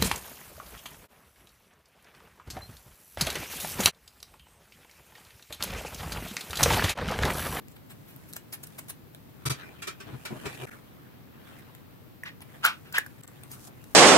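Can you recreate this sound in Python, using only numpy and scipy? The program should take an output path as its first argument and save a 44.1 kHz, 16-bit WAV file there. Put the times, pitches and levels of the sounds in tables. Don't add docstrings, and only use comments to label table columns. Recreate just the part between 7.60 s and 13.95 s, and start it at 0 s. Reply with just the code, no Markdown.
import sys
import numpy as np
from scipy import signal
from scipy.io import wavfile
from scipy.ndimage import uniform_filter1d

SR = 44100
rng = np.random.default_rng(int(sys.argv[2]) if len(sys.argv) > 2 else 0)


def attenuation_scalar(level_db):
    decades = np.asarray(level_db, float) / 20
    return 10 ** decades


def store_wav(level_fs):
    pcm = np.round(np.clip(np.atleast_2d(level_fs), -1, 1) * 32767)
    wavfile.write(sys.argv[1], SR, pcm.T.astype(np.int16))


N = 280015


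def evened(x):
    return x / np.sqrt(np.mean(x ** 2) + 1e-20)


def peaked(x):
    return x / (abs(x).max() + 1e-20)


def read(points, hz):
    f, value = np.transpose(points)
    return np.interp(np.log(hz + 1), np.log(f + 1), value)


def add(mix, s, sound):
    part = mix[..., round(s * SR):][..., :sound.shape[-1]]
    part += sound[..., :part.shape[-1]]


def band(x, lo_hz, hi_hz):
    edges = [lo_hz, min(hi_hz, 0.45 * SR)]
    return signal.sosfilt(signal.butter(2, edges, "band", fs=SR, output="sos"), x)


def resonate(x, hz, width_hz):
    turn = np.exp(2j * np.pi * np.cumsum(hz * np.ones(x.shape[-1])) / SR)
    r = np.exp(-np.pi * width_hz / SR)
    return 2 * (turn * signal.lfilter([1 - r], [1, -r], x / turn)).real


def ring(x, modes):
    t = np.arange(SR // 4) / SR
    sines = sum(attenuation_scalar(db - 60 * t / t60) * np.sin(2 * np.pi * hz * t) for hz, db, t60 in modes)
    return signal.oaconvolve(x, sines)[:len(x)]


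def grit(shape, spread_db):
    return rng.standard_normal(shape) * attenuation_scalar(spread_db * np.minimum(rng.exponential(1, shape), 5))


def swell(size, length_s, rise):
    u = np.arange(size) / SR / max(length_s, 1e-3)
    return np.minimum(u / rise, 1) * np.exp(-(u / 1.61) ** 2)


def bell(size, length_s):
    return np.exp(-(2 * (np.arange(size) - size // 2) / SR / length_s) ** 2)


def random_patches(noise, tall, wide):
    return evened(uniform_filter1d(uniform_filter1d(noise, tall, axis=0), wide, axis=1))


def patchy(x, depth_db):
    hz, t, z = signal.stft(x, SR, nperseg=256)
    patches = random_patches(rng.standard_normal((len(t), len(hz))).T, tall=3, wide=14)
    return signal.istft(z * attenuation_scalar(depth_db * patches), SR, nperseg=256)[1][:, :N]


# f/Hz, relative level per hertz/dB
AIR_SPECTRUM = [(15, -100), (25, -59), (64, -18.5), (97, -2), (130, 2.5), (157, -8.5), (223, -2.5),
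                (607, -16), (3920, -29), (7000, -37.5), (10500, -36.5), (13600, -25), (16000, -30.5)]
# f/Hz, likeness (1 = the same)
AIR_LIKENESS = [(100, 0.22), (400, 0.021), (2000, 0.0082)]
AIR_DB = -50.5


def room_tone():
    hz = np.fft.rfftfreq(1024, 1 / SR)
    a, b, c, d, noise = rng.standard_normal((N // 256 + 5, 513, 5)).T
    patches = random_patches(noise, tall=10, wide=20)
    same = np.clip(read(AIR_LIKENESS, hz), -1, 1)[:, None]
    left = a + 1j * b
    right = same * left + np.sqrt(1 - same ** 2) * (c + 1j * d)
    colour = attenuation_scalar(read(AIR_SPECTRUM, hz)[:, None] + 0.13 * patches)
    tone = signal.istft(np.array([left, right]) * colour, nperseg=1024, noverlap=768)[1][:, :N]
    return attenuation_scalar(AIR_DB + np.array([[0.8], [-0.8]])) * evened(tone)


# t/s, dull rub level/dB, bright hiss level/dB
SLIDE_LEVELS = [(0, -87, -80.5), (.65, -61.5, -66.5), (.85, -71, -73.5), (1.17, -59.5, -64),
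                (1.4, -95, -78.5), (2.001, -51.5, -70.5), (2.37, -66, -74), (2.48, -53.5, -72),
                (2.62, -61.5, -64), (2.9, -47.5, -58.5), (2.99, -48.5, -60.5), (3.06, -43, -52.5),
                (3.21, -62.5, -72), (3.7, -66.5, -82.5), (3.92, -54.5, -67), (4.06, -60.5, -75),
                (4.75, -82, -81.5), (4.951, -54.5, -67), (5.2, -67, -71), (5.9, -61.5, -69),
                (6.08, -55, -52.5), (6.105, -63, -74), (6.35, -63, -64.5)]
DRAG_START_S, DRAG_END_S = 1.85, 3.1
DRAG_SHARE = 1.3
RUB_PATCHY_DB = 3.5


def slides():
    s, rub_db, hiss_db = np.transpose(SLIDE_LEVELS)
    t = np.arange(N) / SR
    grains = grit((2, N), 6.2)
    dragging = (t > DRAG_START_S) & (t < DRAG_END_S)
    tool_ring = sum(resonate(grains, hz, width) for hz, width, _ in TOOL_RESONANCES[1:3])
    rub = band(grains, 180, 2460) + DRAG_SHARE * dragging * tool_ring
    rub = evened(patchy(rub, RUB_PATCHY_DB))
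    hiss = evened(band(grains, 2000, 11060))
    return attenuation_scalar(np.interp(t, s, rub_db)) * rub + attenuation_scalar(np.interp(t, s, hiss_db)) * hiss


# f/Hz, time to fall by 60 dB/s
ROOM_DECAY = [(300, 0.067), (2000, 0.19), (14000, 0.088)]


def room(x, start=150):
    taps = np.zeros((2, SR // 3))
    slots = np.arange(start, SR // 3 - 8, 8)
    at = slots + rng.integers(0, 8, (2, len(slots)))
    np.put_along_axis(taps, at, rng.choice([-1., 1.], at.shape), 1)
    hz, t, z = signal.stft(taps, SR, nperseg=128)
    decay = attenuation_scalar(-60 * t / read(ROOM_DECAY, hz)[:, None])
    tail = signal.istft(z * decay, SR, nperseg=128)[1]
    return signal.oaconvolve(x[None], tail / np.linalg.norm(tail[0]), axes=1)[:, :len(x)]


LAG = 7


def near(x, wet_db):
    x = band(x, 300, 17000)
    hz, t, z = signal.stft(np.roll(x, LAG), SR, nperseg=128)
    wander = random_patches(rng.standard_normal((len(t), len(hz))).T, tall=3, wide=12)
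    phase = np.minimum(hz / 4000, 1.6)[:, None] * wander
    right = signal.istft(z * np.exp(1j * phase), SR, nperseg=128)[1][:N]
    return np.array([x, right]) + attenuation_scalar(wet_db) * room(x)


def paper_colour(x, hz, body_db):
    treble = band(x, 1330, 28600) + 2.3 * resonate(x, hz, 870)
    return peaked(treble) + attenuation_scalar(body_db) * peaked(band(x, 470, 4000))


# start t/s, level/dB, colour f/Hz, low body relative level/dB
TAPE_TICKS = [(0.083, -40.5, 7700, -27), (0.562, -40, 12800, -28), (0.728, -36, 8000, -30.5),
              (0.7344, -30, 8060, -18), (0.7647, -28.5, 7800, -7), (1.5476, -36.5, 10200, -4.5),
              (4.1495, -41, 7350, -2), (4.806, -46, 6000, 1), (5.609, -48, 8850, -20),
              (5.677, -39, 7700, -36), (5.835, -33.5, 8800, -7), (5.9154, -30, 11600, -33),
              (6.241, -40, 8100, -13)]
# middle t/s, level/dB, colour f/Hz, low body relative level/dB, length/s
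TAPE_CRINKLES = [(0.118, -53, 7500, -18, 0.027), (0.501, -47, 12000, -4.5, 0.076),
                 (0.697, -45, 11900, -17, .03), (3.889, -50, 8000, 0, 0.033),
                 (3.991, -48, 9900, -11, 0.024), (0.166, -47, 8550, 2.5, 0.0089),
                 (0.312, -41, 8050, -3.5, 0.029), (0.766, -32, 7800, -12, 0.013),
                 (0.929, -32, 5000, -11, 0.0081), (0.94, -28, 10600, -11, 0.023),
                 (1.038, -31.5, 8500, -16, 0.012), (1.072, -36, 11100, -30, 0.0065),
                 (1.191, -31.5, 8200, -6, 0.014), (1.287, -34.5, 9500, -11, 0.0077),
                 (1.302, -28.5, 9700, -15, 0.016), (4.821, -40.5, 10100, -2, 0.013),
                 (5.93, -35, 8700, -34, 0.046)]


def tape():
    out = np.zeros(N)
    for (s, db, hz, body_db), snap in zip(TAPE_TICKS, grit((len(TAPE_TICKS), 1024), 0.5)):
        snap = snap * swell(size=1024, length_s=0.0013, rise=0.3)
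        add(out, s, attenuation_scalar(db) * paper_colour(snap, hz, body_db))
    bunches = grit((len(TAPE_CRINKLES), 4096), 2.9)
    for (s, db, hz, body_db, length_s), snaps in zip(TAPE_CRINKLES, bunches):
        start_s = s - len(snaps) / 2 / SR
        snaps = snaps * bell(size=4096, length_s=length_s)
        add(out, start_s, attenuation_scalar(db) * paper_colour(snaps, hz, body_db))
    return out


# middle t/s, level/dB, hardness as rough upper part relative level/dB, length/s
TABLE_THUMPS = [(0.564, -42, -27, 0.016), (1.909, -27, -1.5, 0.035), (2.492, -54, 18.5, 0.064),
                (2.544, -34.5, -2.5, 0.041), (2.724, -39.5, 13.5, 0.044), (2.765, -50, 19, .03),
                (2.864, -41.5, 13, 0.046), (2.93, -47.5, -1, 0.04), (3.035, -38.5, -3, 0.07),
                (5.896, -53, -32, 0.44)]
# f/Hz, level/dB, time to fall by 60 dB/s
TABLE_MODE = [(129.8, 0, 0.035)]


def thumps():
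    out = np.zeros((2, N))
    table_hz = TABLE_MODE[0][0]
    noises = rng.standard_normal((len(TABLE_THUMPS), 3, 12000))
    for (s, db, hard_db, length_s), rough in zip(TABLE_THUMPS, noises):
        push = bell(size=12000, length_s=length_s)
        grind = push * (rough[2] + 1.35 * rough[:2])
        hum = push * np.sin(2 * np.pi * table_hz * np.arange(len(push)) / SR)
        low = peaked(ring(hum, TABLE_MODE)) + 0.55 * peaked(resonate(grind, table_hz, 53))
        floor = attenuation_scalar(db + 18.5) * peaked(band(grind, 61, 97))
        upper = band(grind, 100, 1270) + 5.7 * band(grind, 84, 380) + 1.8 * resonate(grind, 592, 76)
        thump = low + floor + attenuation_scalar(hard_db) * peaked(upper)
        add(out, s - len(push) / 2 / SR, attenuation_scalar(db) * thump)
    return out * attenuation_scalar(np.array([[1.2], [-1.2]]))


# start t/s, level/dB, treble relative level/dB
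TOOL_KNOCKS = [(1.8946, -22, -1.5), (2.2186, -28.5, -10), (2.2695, -26, -14), (2.3994, -37, -37),
               (2.6496, -28.5, -14), (2.8527, -26.5, -40)]
# f/Hz, width/Hz, relative level/dB
TOOL_RESONANCES = [(1340, 620, -4), (2354, 72, -5), (399, 45, -7), (632, 61, -14.5), (7310, 130, -14.5)]


def knocks():
    out = np.zeros((2, N))
    for (s, db, treble_db), rattle in zip(TOOL_KNOCKS, grit((len(TOOL_KNOCKS), 8192), 2.6)):
        rattle = rattle * swell(size=8192, length_s=0.0073, rise=0.17)
        rung = sum(attenuation_scalar(level_db) * resonate(rattle, hz, width) / np.sqrt(width)
                   for hz, width, level_db in TOOL_RESONANCES)
        body = peaked(rung) + 0.39 * peaked(band(rattle, 840, 6400))
        knock = peaked(body) + attenuation_scalar(treble_db) * peaked(band(rattle, 1840, 10600))
        add(out, s, attenuation_scalar(db) * peaked(0.11 * knock + room(knock, start=20)))
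    return out


# start t/s, level/dB, housing f/Hz, crack relative level/dB
PUNCH_BLOWS = [(4.6345, -31, 1850, -9), (5.0495, -12.5, 1450, -3), (5.0605, -26, 1500, 6),
               (5.3245, -44, 1500, 11), (5.3815, -13, 1700, -2), (5.4625, -36, 1600, -3)]
# f/Hz, relative level/dB, time to fall by 60 dB/s
PUNCH_METAL = [(1152, 24, 0.081), (2420, 22, 0.072), (4740, -8, 0.081), (9360, 26, 0.052)]


def punch_blows():
    out = np.zeros(N)
    for (s, db, hz, crack_db), noise in zip(PUNCH_BLOWS, grit((len(PUNCH_BLOWS), 4096), 1.1)):
        hit = noise * swell(size=4096, length_s=0.0035, rise=0.3)
        knock = resonate(resonate(signal.unit_impulse(len(hit)), hz, 280), hz, 280)
        clatter = peaked(band(hit, 400, 2800))
        metal = peaked(ring(hit, PUNCH_METAL))
        crack = attenuation_scalar(crack_db) * peaked(band(hit, 2800, 19000))
        add(out, s, attenuation_scalar(db) * (peaked(knock) + 0.3 * clatter + 0.1 * metal + crack))
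    return out


# full pressure t/s, level/dB, housing f/Hz, hold/s, release speed/(dB per s)
PUNCH_STROKES = [(4.659, -43.5, 1820, 0.021, 496), (5.044, -24, 1400, 0.022, 347),
                 (5.257, -57, 1540, 0.0081, 200), (5.346, -31, 1670, 0.033, 548)]
PRESS_DB_PER_S = 1800
CLIMB_PER_S = 3.9
HISS_DB, HISS_PER_DB = 2.5, 1.1
HISS_FADE_DB_PER_S = 69


def punch_strokes():
    out = np.zeros(N)
    t = np.arange(-2048, 8192) / SR
    for (s, db, hz, hold_s, release), slips in zip(PUNCH_STROKES, grit((len(PUNCH_STROKES), len(t)), 2.9)):
        after = np.maximum(t - hold_s, 0)
        pressure = attenuation_scalar(db + PRESS_DB_PER_S * np.minimum(t, 0) - release * after)
        load_s = np.clip(np.minimum(t, 2 * hold_s - t), 0, None)
        loaded_hz = hz * (1 + CLIMB_PER_S * load_s)
        housing = evened(resonate(resonate(slips, loaded_hz, 350), loaded_hz, 600))
        scrape = evened(band(slips, 1000, 3500))
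        upper = evened(resonate(slips, 2400, 700))
        body = housing + 0.8 * scrape + 0.6 * upper
        hiss_level = attenuation_scalar(HISS_DB + HISS_PER_DB * db - HISS_FADE_DB_PER_S * after)
        hiss = hiss_level * evened(band(slips, 4000, 10500))
        add(out, s + t[0], pressure * (evened(body) + hiss))
    return out


def scene():
    punch = punch_blows() + punch_strokes()
    mix = slides() + near(tape(), wet_db=-10.0) + knocks() + near(punch, wet_db=-13.5)
    lift = 1.214 * resonate(mix, 13200, 4700)
    return room_tone() + mix + lift + thumps()


STUTTER_TIMES = [1.846, 3.0562, 5.615]
STUTTER_S = 1866 / SR


def stutter(dry):
    out, size = dry.copy(), round(STUTTER_S * SR)
    fade = np.clip((np.arange(size) / SR - 0.002) / 0.016, 0.03, 1)
    for s in STUTTER_TIMES:
        at = round(s * SR)
        moment = dry[:, at + size:at + 2 * size] * fade
        out[:, at:at + 2 * size] = np.tile(moment, 2)
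    return out


def top_cut(x):
    return signal.sosfilt(signal.butter(12, 16820, fs=SR, output="sos"), x)


def record(dry):
    low_pass = signal.firwin(511, 15880, window=("kaiser", 8), fs=SR)
    mix = signal.oaconvolve(stutter(dry), low_pass[None], "same")
    return top_cut(mix)


dry = scene()
out = record(dry)
store_wav(out)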